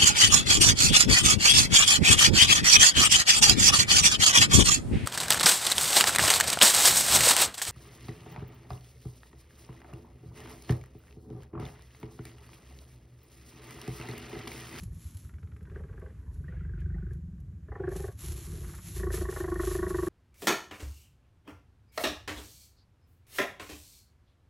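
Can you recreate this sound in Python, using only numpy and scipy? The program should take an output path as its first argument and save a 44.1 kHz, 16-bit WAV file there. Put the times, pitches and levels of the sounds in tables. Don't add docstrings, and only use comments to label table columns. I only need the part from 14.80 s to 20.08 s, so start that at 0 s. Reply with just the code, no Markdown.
import sys
import numpy as np
from scipy import signal
from scipy.fft import rfft, irfft, next_fast_len
from scipy.io import wavfile

SR = 44100
rng = np.random.default_rng(int(sys.argv[2]) if len(sys.argv) > 2 else 0)


def to_wav(s):
    ch = np.atleast_2d(s).T
    pcm = np.round(np.clip(ch, -1, 1) * 32767)
    wavfile.write(sys.argv[1], SR, pcm.astype(np.int16))


N = 233068
TIME = np.arange(N) / SR
AGE = np.arange(4096) / SR
LEFT_RIGHT = np.array([[1], [-1]])

# (full from t/s, length/s, level/dB before flicker)
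STEPS = [(0.0, 0.0077, -57.5), (0.13, 0.081, -66), (0.215, 0.091, -60), (0.347, 0.099, -62.5),
         (0.547, 1.12, -81.5), (1.536, 0.011, -71.5), (2.32, 0.01, -76.5), (3.155, 0.013, -54.5),
         (3.12, 0.15, -57.5), (3.407, 0.11, -49), (3.566, 0.095, -50.5), (3.715, 0.51, -54.5),
         (4.058, 0.085, -53), (4.155, 0.029, -49), (4.33, 0.04, -43.5), (4.416, 0.01, -52.5),
         (4.513, 0.1, -49.5), (4.688, 0.14, -58), (4.812, 0.056, -47.5), (4.865, 0.062, -44.5),
         (4.97, 0.083, -55), (5.087, 0.014, -49), (5.161, 0.16, -50.5)]
# (t/s, level/dB before the straw's colouring)
SNAPS = [(0.033, -44.5), (0.369, -45), (0.764, -65), (0.827, -64), (1.196, -64.5), (1.54, -61),
         (2.002, -64), (2.331, -59.5), (2.601, -65), (3.089, -54), (3.163, -39), (3.389, -45.5),
         (3.443, -45), (3.949, -44.5), (4.083, -41.5), (4.3435, -33), (4.5097, -43.5), (4.878, -42)]
# (f/Hz, relative level/dB)
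STRAW_SPECTRUM = [(1350, -9), (2300, -6), (3550, -6), (4480, -5.5), (4820, -12), (5140, -6.5), (5940, -4.5),
                  (7120, -1.5), (7940, -5.5), (8480, -5), (8920, -75), (9380, -30), (9800, -3), (11100, 4),
                  (11900, -2.5), (12400, -7), (13100, -24.5)]
# (f/Hz, relative level/dB)
STRAW_BODY_SPECTRUM = [(250, -35), (500, 0), (1200, 20.5), (2100, 5.5), (2800, 3.5)]
# (t/s, level/dB)
STRAW_WEIGHT = [(3.95, -13), (4.03, -25), (4.3, -11)]
STRAW_WIDE_SPECTRUM = [(3000, -57), (4500, -9.5), (6500, -13.5), (9800, -5), (11500, -11)]
PRESS_S, PRESS_SHARE = 0.014, 0.016
SETTLE_S = 0.053
STRAW_FLICKER_DB, STRAW_FLICKER_PER_S = 1.3, 40

# (f/Hz, relative level/dB)
AIR_SPECTRUM = [(120, -74), (200, 0.5), (350, -5), (514, -33), (1600, -23), (4800, -41), (7310, -32.5),
                (9010, -77), (10900, -106), (13000, -40)]
# (f/Hz, relative level/dB)
AIR_WIDE_SPECTRUM = [(100, -7), (200, -18), (320, 6.5), (600, 1), (1300, -4), (1800, -28.5), (3500, -31),
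                     (4500, -18), (9000, -21), (13000, -22)]
AIR_DB, AIR_WIDE_DB = -67, -77.5

# (first flap t/s, last flap t/s, nominal rate/(flaps per s), share by which spacing grows,
#   attack/s, release/s, crescendo/dB, chest level/dB, boom level/dB, throat level/dB, rasp level/dB,
#   throat f/Hz, mouth opening 0-1, throat roughness 0-1, air leak 0-1)
STROKES = [ (0.025, 0.169, 22, 0.086, 0.0061, 0.0094, -3.5, -39.5, -48, -66, -77, 364, 0.5, 0.64, 0.58),
           (0.45, 0.814, 21.8, 0.026, 0.14, .01, 10, -53.5, -58.5, -70, -80, 417, 0.01, 0.48, 0.16),
           (0.875, 1.041, 25.2, -0.084, 0.088, 0.11, 6.5, -40.5, -50.5, -47, -60, 391.4, 0.37, 0.6, 0.53),
           (1.097, 1.304, 23.8, -0.016, 0.17, 0.071, 3, -42, -53, -47, -58, 405, 0.38, 0.72, 0.52),
           (1.347, 1.6, 24, 0.012, .01, .01, 14, -45, -53.5, -68, -73, 372, 0.34, 0.7, 0.76),
           (1.642, 2.351, 24.1, -0.032, 0.013, 0.028, 6, -35, -42.5, -56.5, -63.5, 353, 0.14, 0.34, 0.44),
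           (2.384, 2.831, 20.4, 0.028, 0.0084, 0.014, -11, -45.5, -49.5, -74, -81, 343, 0.4, 0, 0.56),
           (2.887, 2.957, 29, 0.085, 0.053, .01, 1.5, -44.5, -47.5, -47.5, -54.5, 405.7, 0.65, 0.83, 0.12),
           (3.001, 3.284, 23.4, .14, .01, 0.028, 0.5, -38.5, -44, -38, -53, 380, 0.4, 0.4, 0.29),
           (3.443, 3.614, 28, -0.1, 0.01, 0.011, -2.5, -37, -46.5, -51, -79, 353.5, 0.38, 0.43, 0.7),
           (3.673, 3.987, 34.08, 0.22, 0.024, 0.096, -4, -38.5, -46.5, -51.5, -63, 353.5, 0.44, 0.59, 0.91),
           (4.047, 4.126, 44.7, 0.0061, 0.05, .01, 4, -50, -45.5, -56, -86, 346, 0.35, 0.46, 0.87),
           (4.165, 4.565, 28.2, 0.11, 0.077, 0.014, -6, -32.5, -46, -37, -48, 367.8, 0.6, 0.38, .12),
           (4.605, 5.068, 26.6, 0.0031, .01, .01, 3, -34.5, -45.5, -32, -46, 361.2, 0.66, 0.25, 0.16),
           (5.106, 5.271, 24, 0.027, .01, .01, 0.5, -36.5, -45.5, -30, -46, 360, 0.79, 0.28, 0.16)]
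# (t/s, extra rasp level/dB)
SLAPS = [(0.876, 7), (0.96, 6.5), (1.1, 5.5), (1.18, 4.5), (1.304, -3), (1.684, 6), (1.728, 2), (1.94, 2),
         (2.35, -7), (2.525, 2), (2.92, 2), (2.956, 3), (3.04, 5), (3.079, 4.5), (3.154, -4.5),
         (3.283, 6.5), (4.238, 3), (4.565, 6), (4.722, 3.5), (4.798, 5), (5.031, 4.5), (5.148, 3),
         (5.188, 3.5)]
# (t/s, level/dB taken from even flaps and given to odd ones)
LIMP = [(4.24, -1), (4.28, 5), (4.31, 3.5), (4.49, 6.5), (4.6, -2), (4.72, 3.5), (4.84, 3.5), (4.92, 2),
        (5.2, 0.5)]
# (t/s, relative level/dB)
PUSH = [(0.9, -1), (0.96, -0.5), (1.1, -1.5), (1.22, -1), (1.27, -5.5), (3.0, 0), (3.06, 4.5), (3.15, -4),
        (3.2, -0.5), (3.3, -3), (4.16, -2)]
# (f/Hz, width/Hz, relative level/dB)
MOUTH = [(613.9, 34, 5), (853.6, 55, -7.5), (973, 42, 2), (1117, 58, 9), (1445, 165, -2), (1815, 89, 5.5)]
# (f/Hz, width/Hz, relative level/dB)
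NOSE = [(432.6, 32, 13.5), (725, 110, -19), (1240, 290, -5), (1560, 342, 10.5), (1636, 333, 11),
        (1865, 123, 0.5), (2100, 2300, -13)]
# (f/Hz, width/Hz, relative level/dB)
TICK = [(6750, 1600, -22), (6440, 140, 12.5)]
SLAP_TRAIN_DB = np.array([-11.5, -22.0, -18.5, -26.0])
CHEST_SINK_DB, BOOM_SINK_DB, THROAT_SINK_DB, RASP_SINK_DB = 2.5, 4, 13.5, 12.5
ONSET_S = 0.018
CHEST_ARCH_DB = 5.5
NOSE_HZ, NOSE_WANDER = 1556, 0.081
GLIDE_HZ, GLIDE_DIP, GLIDE_WANDER, GLIDE_DB = 1869, 0.299, 0.039, -6
GLIDE_AT_S, GLIDE_DIP_S, GLIDE_LENGTH_S = .0058, .0022, .0045

# (t/s, rate/(beats per s), level/dB)
THROB = [(.06, 10.15, -46), (.65, 10.55, -44), (1.0, 10.9, -48), (1.5, 10.2, -44), (2.6, 13.1, -46),
         (2.9, 13.26, -46), (5.28, 16.7, -50)]
RUMBLE_SPECTRUM = [(15, -64), (35, -22.0), (55, 6.0), (130, 5.5), (220, -6.5), (450, -23.5), (1500, -48.0)]

# (first t/s, last t/s, rate/(1/s), build-up/s, rise time/s, level/dB, low-pass f/Hz)
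DRY_TICKS = [(0.450, 0.9, 22.2, 0.024, .004, -69.5, 5100), (0.949, 1.037, 22.5, .005, 0.0042, -70, 2720),
             (1.086, 1.264, 22.2, 0.026, 0.0071, -70.5, 2670), (3.845, 3.987, 21, 0.0055, 0.009, -59, 2002)]
# (f/Hz, relative level/dB)
DRY_TICK_SPECTRUM = [(300, 1), (700, -4.5), (1300, 9.5), (2100, 7), (2700, -1), (4400, -13.5)]
# (rise held back until t/s, fall from t/s, fade/s, level/dB);
# rise and fall overlap, so it peaks where the fall begins, about 14 dB below the listed level
BRUSH = (2.5, 0.84, 0.5, -62.5)
# (f/Hz, relative level/dB)
BRUSH_SPECTRUM = [(300, -9), (600, 6), (1050, 9), (2200, 0), (3000, -16), (7000, -29), (12000, -29)]
# (start t/s, end t/s, fade/s, centre f/Hz, width/Hz, level/dB)
RUSHES = [(0.95, 0.98, 0.014, 1680, 1380, -68), (1.283, 1.41, 0.045, 1550, 1580, -75),
          (1.46, 1.50, 0.043, 1000, 160, -70.5), (0.91, 1.303, 0.034, 1310, 1500, -74),
          (1.683, 1.824, .03, 2430, 1100, -75.5), (1.655, 2.323, 0.034, 1560, 810, -72),
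          (1.716, 1.853, 0.022, 2000, 252, -72), (1.737, 1.755, .008, 850, 596, -64.5),
          (1.995, 2.009, .012, 2140, 1080, -65.5), (2.164, 2.189, 0.0089, 680, 300, -65.5),
          (3.01, 3.204, 0.079, 1910, 1090, -67)]
# (start t/s, end t/s, level/dB)
GROWLS = [(2.90, 3.30, -56), (4.50, 4.78, -56)]
# (f/Hz, width/Hz, relative level/dB)
PHARYNX = [(482, 60, 0.5), (599, 37, 1), (705, 29, 3), (797, 36, 4)]

ECHO_MID_SPECTRUM = [(250, -17), (500, 8), (1000, 3.5), (3000, 1.0), (9000, 27.0)]
ECHO_SIDE_SPECTRUM = [(150, -54.0), (350, -69), (600, 3.0), (1200, -17.0), (1900, -66), (9000, 6)]
PHONE_BASS = [(15, -32), (26, -19), (38, -8), (52, 0)]
PHONE_TOP_HZ = 13000


def undb(db):
    return 10 ** (np.asarray(db) / 20)


def unit(x):
    return x / np.sqrt(np.mean(x ** 2))


def add(track, at, sound):
    i = int(at * SR)
    a, b = max(i, 0), min(i + len(sound), N)
    if b > a:
        track[a:b] += sound[a - i:b - i]


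def colour(x, points):
    hz, db = np.transpose(points)
    size = next_fast_len(N + len(AGE))
    f = np.maximum(np.fft.rfftfreq(size, 1 / SR), 1)
    gain = undb(np.interp(np.log(f), np.log(hz), db))
    return irfft(rfft(x, size) * gain, size)[:N]


def gate(start, end, rise_s, fall_s):
    growth = np.minimum(TIME - start, 0) / max(rise_s, 1e-4)
    decay = np.maximum(TIME - end, 0) / max(fall_s, 1e-4)
    return np.exp(growth - decay)


def swell(rise_s, order):
    return (AGE / rise_s * np.exp(1 - AGE / rise_s)) ** order


def ring(hz, rise_s, order, turn=0):
    return swell(rise_s, order) * np.sin(2 * np.pi * (hz * AGE + turn))


def modes(table):
    response = np.zeros(len(AGE))
    for k, (hz, width, db) in enumerate(table):
        decay = np.exp(-np.pi * width * AGE)
        response += (-1) ** k * undb(db) * width * decay * np.sin(2 * np.pi * hz * AGE)
    return unit(response)


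def hiss(rise_s, order):
    return unit(rng.standard_normal(len(AGE)) * swell(rise_s, order))


def sized(pulse, db, rate):
    return unit(pulse) * undb(db) * np.sqrt(SR / rate / len(pulse))


def flicker(per_s):
    knots = np.arange(0, TIME[-1] + 1, 1 / per_s)
    return np.interp(TIME, knots, rng.standard_normal(len(knots)))


def crackle(spread_db, per_s):
    sizes = undb(spread_db * np.minimum(rng.exponential(size=N), 5))
    grains = (rng.random(N) < per_s / SR) * sizes * rng.standard_normal(N)
    return unit(unit(grains) + 1.27 * rng.standard_normal(N))


def straw():
    power = np.zeros(N)
    for at, length, db in STEPS:
        press = gate(at, at + length, PRESS_S + PRESS_SHARE * length, SETTLE_S)
        power += (undb(db) * press) ** 2
    tread = np.sqrt(power) * undb(STRAW_FLICKER_DB * flicker(STRAW_FLICKER_PER_S))
    snaps = np.zeros(N)
    for at, db in SNAPS:
        add(snaps, at, undb(db) * rng.standard_normal(len(AGE)) * swell(0.0028, order=1))
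    crisp = unit(colour(crackle(2.3, 1500), STRAW_SPECTRUM)) * tread
    weight = undb(np.interp(TIME, *np.transpose(STRAW_WEIGHT)))
    body = weight * unit(colour(crackle(1.0, 900), STRAW_BODY_SPECTRUM)) * tread
    wide = colour(unit(colour(crackle(2.2, 2500), STRAW_SPECTRUM)), STRAW_WIDE_SPECTRUM) * tread
    return crisp + colour(snaps, STRAW_SPECTRUM) + body + wide * LEFT_RIGHT


def still_air():
    air = undb(AIR_DB) * unit(colour(rng.standard_normal(N), AIR_SPECTRUM))
    wide_air = undb(AIR_WIDE_DB) * unit(colour(rng.standard_normal(N), AIR_WIDE_SPECTRUM))
    return air + wide_air * LEFT_RIGHT


def flap_times(first, last, rate, slowing):
    u = np.linspace(0, 1, int(round((last - first) * rate)) + 1)
    return first + (last - first) * u * (1 - slowing * (1 - u) / 2)


def chest_thump():
    return ring(61 * (1 + 0.18 * rng.standard_normal()), 0.013, order=3, turn=-0.5)


def shelter_boom():
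    pitch, phase = rng.standard_normal(2)
    return ring(146 * (1 + 0.14 * pitch), 0.011, order=2, turn=0.14 * phase)


def throat_ring(hz, rough, leak):
    hz = hz * np.exp((.008 + .035 * rough) * rng.standard_normal())
    tone = unit(ring(hz, 0.014, order=5, turn=0.14 * rng.standard_normal()))
    octave = unit(ring(2 * hz, 0.013, order=6, turn=rng.random()))
    turbulence = hiss(.0115 + .008 * leak, order=8 - 6 * leak)
    eddies = signal.fftconvolve(turbulence, ring(1.05 * hz, .0017, order=1))[:len(AGE)]
    return tone + rough * (undb(-19.5) * octave + 2.15 * rough * unit(eddies))


def flap_air(hz, leak):
    slaps = np.zeros(len(AGE))
    at = (np.arange(1, 5) + .5 + 0.092 * rng.standard_normal(4)) / hz
    places = np.clip(at * SR, 0, len(AGE) - 1).astype(int)
    slaps[places] = undb(SLAP_TRAIN_DB + 4.2 * rng.standard_normal(4))
    reopening = leak * hiss(0.04, order=30)
    return hiss(0.0057, order=3) + unit(slaps) + reopening + 2 * leak ** 2 * hiss(0.0056, order=3)


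def nasal(shift):
    return modes([(hz * shift, width, db) for hz, width, db in NOSE])


def nasal_chirps(shift, leak):
    again = np.exp(NOSE_WANDER * rng.standard_normal())
    closing = unit(ring(NOSE_HZ * shift, 0.0063, order=7))
    reopening = unit(ring(NOSE_HZ * again, 0.0293, order=100))
    return closing + 0.39 * leak * reopening


def glide():
    dip_time, pitch, phase = rng.standard_normal(3)
    since = AGE - GLIDE_AT_S
    dip = GLIDE_DIP * np.exp(-(since / GLIDE_DIP_S + .5 * dip_time) ** 2)
    hz = GLIDE_HZ * np.exp(GLIDE_WANDER * pitch) * (1 - dip)
    envelope = np.exp(-(since / GLIDE_LENGTH_S) ** 2)
    return unit(envelope * np.sin(2 * np.pi * (np.cumsum(hz) / SR + phase)))


def airway_rasp(throat_hz, opening, leak, mouth, tick, soft_tissue):
    shift = np.exp(NOSE_WANDER * (1 - opening) * rng.standard_normal())
    nose = unit(signal.sosfilt(soft_tissue, nasal(shift)))
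    airway = opening * mouth + (1 - opening) * nose + opening ** 4 * tick
    rasp = unit(signal.fftconvolve(flap_air(throat_hz, leak), airway)[:len(AGE)])
    chirps = 1.46 * (1 - opening) ** 3 * nasal_chirps(shift, leak)
    return rasp + chirps + opening * undb(GLIDE_DB) * glide()


def purr():
    out = np.zeros(N)
    soft_tissue = signal.butter(10, 2060, fs=SR, output="sos")
    mouth = unit(signal.sosfilt(soft_tissue, modes(MOUTH)))
    tick = undb(-40.0) * modes(TICK)
    for (first, last, rate, slowing, attack, release, crescendo, chest_db, boom_db, throat_db, rasp_db,
         throat_hz, *shares) in STROKES:
        opening, rough, leak = np.clip(shares, 0, 1)
        for k, at in enumerate(flap_times(first, last, rate, slowing)):
            timing, limp, chest_luck, boom_luck, rasp_luck = rng.standard_normal(5)
            effort = np.clip(min((at - first + ONSET_S) / attack, (last - at + ONSET_S) / release), 0, 1)
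            slack = 1 - effort
            along = (at - first) / (last - first) - .5
            grown_db = crescendo * along
            arch_db = -CHEST_ARCH_DB * (2 * along) ** 2
            slap_db = sum(db for when, db in SLAPS if abs(when - at) < .5 / rate)
            at = at + 0.00501 * leak ** 2 * timing
            limp_db = -np.interp(at, *np.transpose(LIMP)) * (-1) ** k + .7 * limp
            push_db = np.interp(at, *np.transpose(PUSH))

            level_db = chest_db + grown_db + arch_db - CHEST_SINK_DB * slack + chest_luck
            add(out, at - .0195, sized(chest_thump(), level_db, rate))
            level_db = boom_db + grown_db - BOOM_SINK_DB * slack + 0.82 * boom_luck
            add(out, at - .002, sized(shelter_boom(), level_db, rate))
            level_db = throat_db + grown_db + push_db - THROAT_SINK_DB * slack + limp_db
            add(out, at - .009, sized(throat_ring(throat_hz, rough, leak), level_db, rate))
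            add(out, at - .007, growl(at, rate))
            rasp = airway_rasp(throat_hz, opening, leak, mouth, tick, soft_tissue)
            uneven_db = 0.098 * limp_db + (0.39 + 0.85 * rough) * rasp_luck
            level_db = rasp_db + slap_db - RASP_SINK_DB * slack + uneven_db
            add(out, at - .0068, sized(rasp, level_db, rate))
    return out


def beats(curve):
    s, *columns = np.transpose(curve)
    t = np.arange(s[0], s[-1] + 1 / columns[0][-1] / 2, 1 / SR)
    cycles = np.cumsum(np.interp(t, s, columns[0])) / SR
    times = np.interp(np.arange(int(cycles[-1]) + 1), cycles, t)
    return np.transpose([times] + [np.interp(times, s, c) for c in columns])


def throb():
    out = np.zeros(N)
    for at, rate, db in beats(THROB):
        pitch, phase, loudness = rng.standard_normal(3)
        thump = ring(80 * (1 + 0.075 * pitch), 0.016, order=3, turn=0.2 * phase)
        add(out, at - .009, sized(thump, db + 1.4 * loudness, rate))
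    return out + undb(-51) * unit(colour(rng.standard_normal(N), RUMBLE_SPECTRUM))


def dry_ticks():
    out = np.zeros(N)
    for first, last, rate, build_s, length_s, db, dull_hz in DRY_TICKS:
        run = np.zeros(N)
        for at in flap_times(first, last, rate, 0):
            effort = min((at - first + ONSET_S) / max(build_s, 1e-3), 1)
            loudness = undb(1.4 * rng.standard_normal())
            add(run, at - length_s, effort * loudness * hiss(length_s, order=2))
        low_pass = signal.butter(3, dull_hz, fs=SR, output="sos")
        run = signal.sosfilt(low_pass, colour(run, DRY_TICK_SPECTRUM))
        out += undb(db) * unit(run) * np.sqrt((last - first) * SR / N)
    return out


def brush():
    start, end, fade_s, db = BRUSH
    noise = unit(colour(crackle(3.0, 900), BRUSH_SPECTRUM))
    return undb(db) * gate(start, end, 2 * fade_s, fade_s) * noise


def rushes():
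    out = np.zeros(N)
    for start, end, fade_s, hz, width, db in RUSHES:
        edges = [max(hz - width / 2, 100), hz + width / 2]
        band = signal.butter(2, edges, "bandpass", fs=SR, output="sos")
        noise = unit(signal.sosfilt(band, crackle(3.5, 1500)))
        out += undb(db) * gate(start, end, fade_s, fade_s) * noise
    return out


def growl(at, rate):
    ringing = signal.fftconvolve(hiss(0.0062, order=4), modes(PHARYNX))[:len(AGE)]
    out = np.zeros(len(AGE))
    for start, end, db in GROWLS:
        if start < at < end:
            out += sized(ringing, db, rate)
    return out


def shelter(x, t60_s, wet_db):
    tail = rng.standard_normal((2, len(AGE))) * undb(-60 * AGE / t60_s) * (AGE > .009)
    mid, side = (signal.fftconvolve(x, h / np.linalg.norm(h))[:N] for h in tail)
    mid = colour(mid, ECHO_MID_SPECTRUM)
    side = colour(side, ECHO_SIDE_SPECTRUM)
    return x + undb(wet_db) * (mid + side * LEFT_RIGHT)


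def scene():
    voice = shelter(purr() + dry_ticks() + rushes(), t60_s=.11, wet_db=-12)
    return straw() + still_air() + voice + throb() + brush()


def record(dry):
    thinned = np.array([colour(x, PHONE_BASS) for x in dry])
    return signal.sosfilt(signal.ellip(8, .2, 70, PHONE_TOP_HZ, fs=SR, output="sos"), thinned)


dry = scene()
out = record(dry)
to_wav(out)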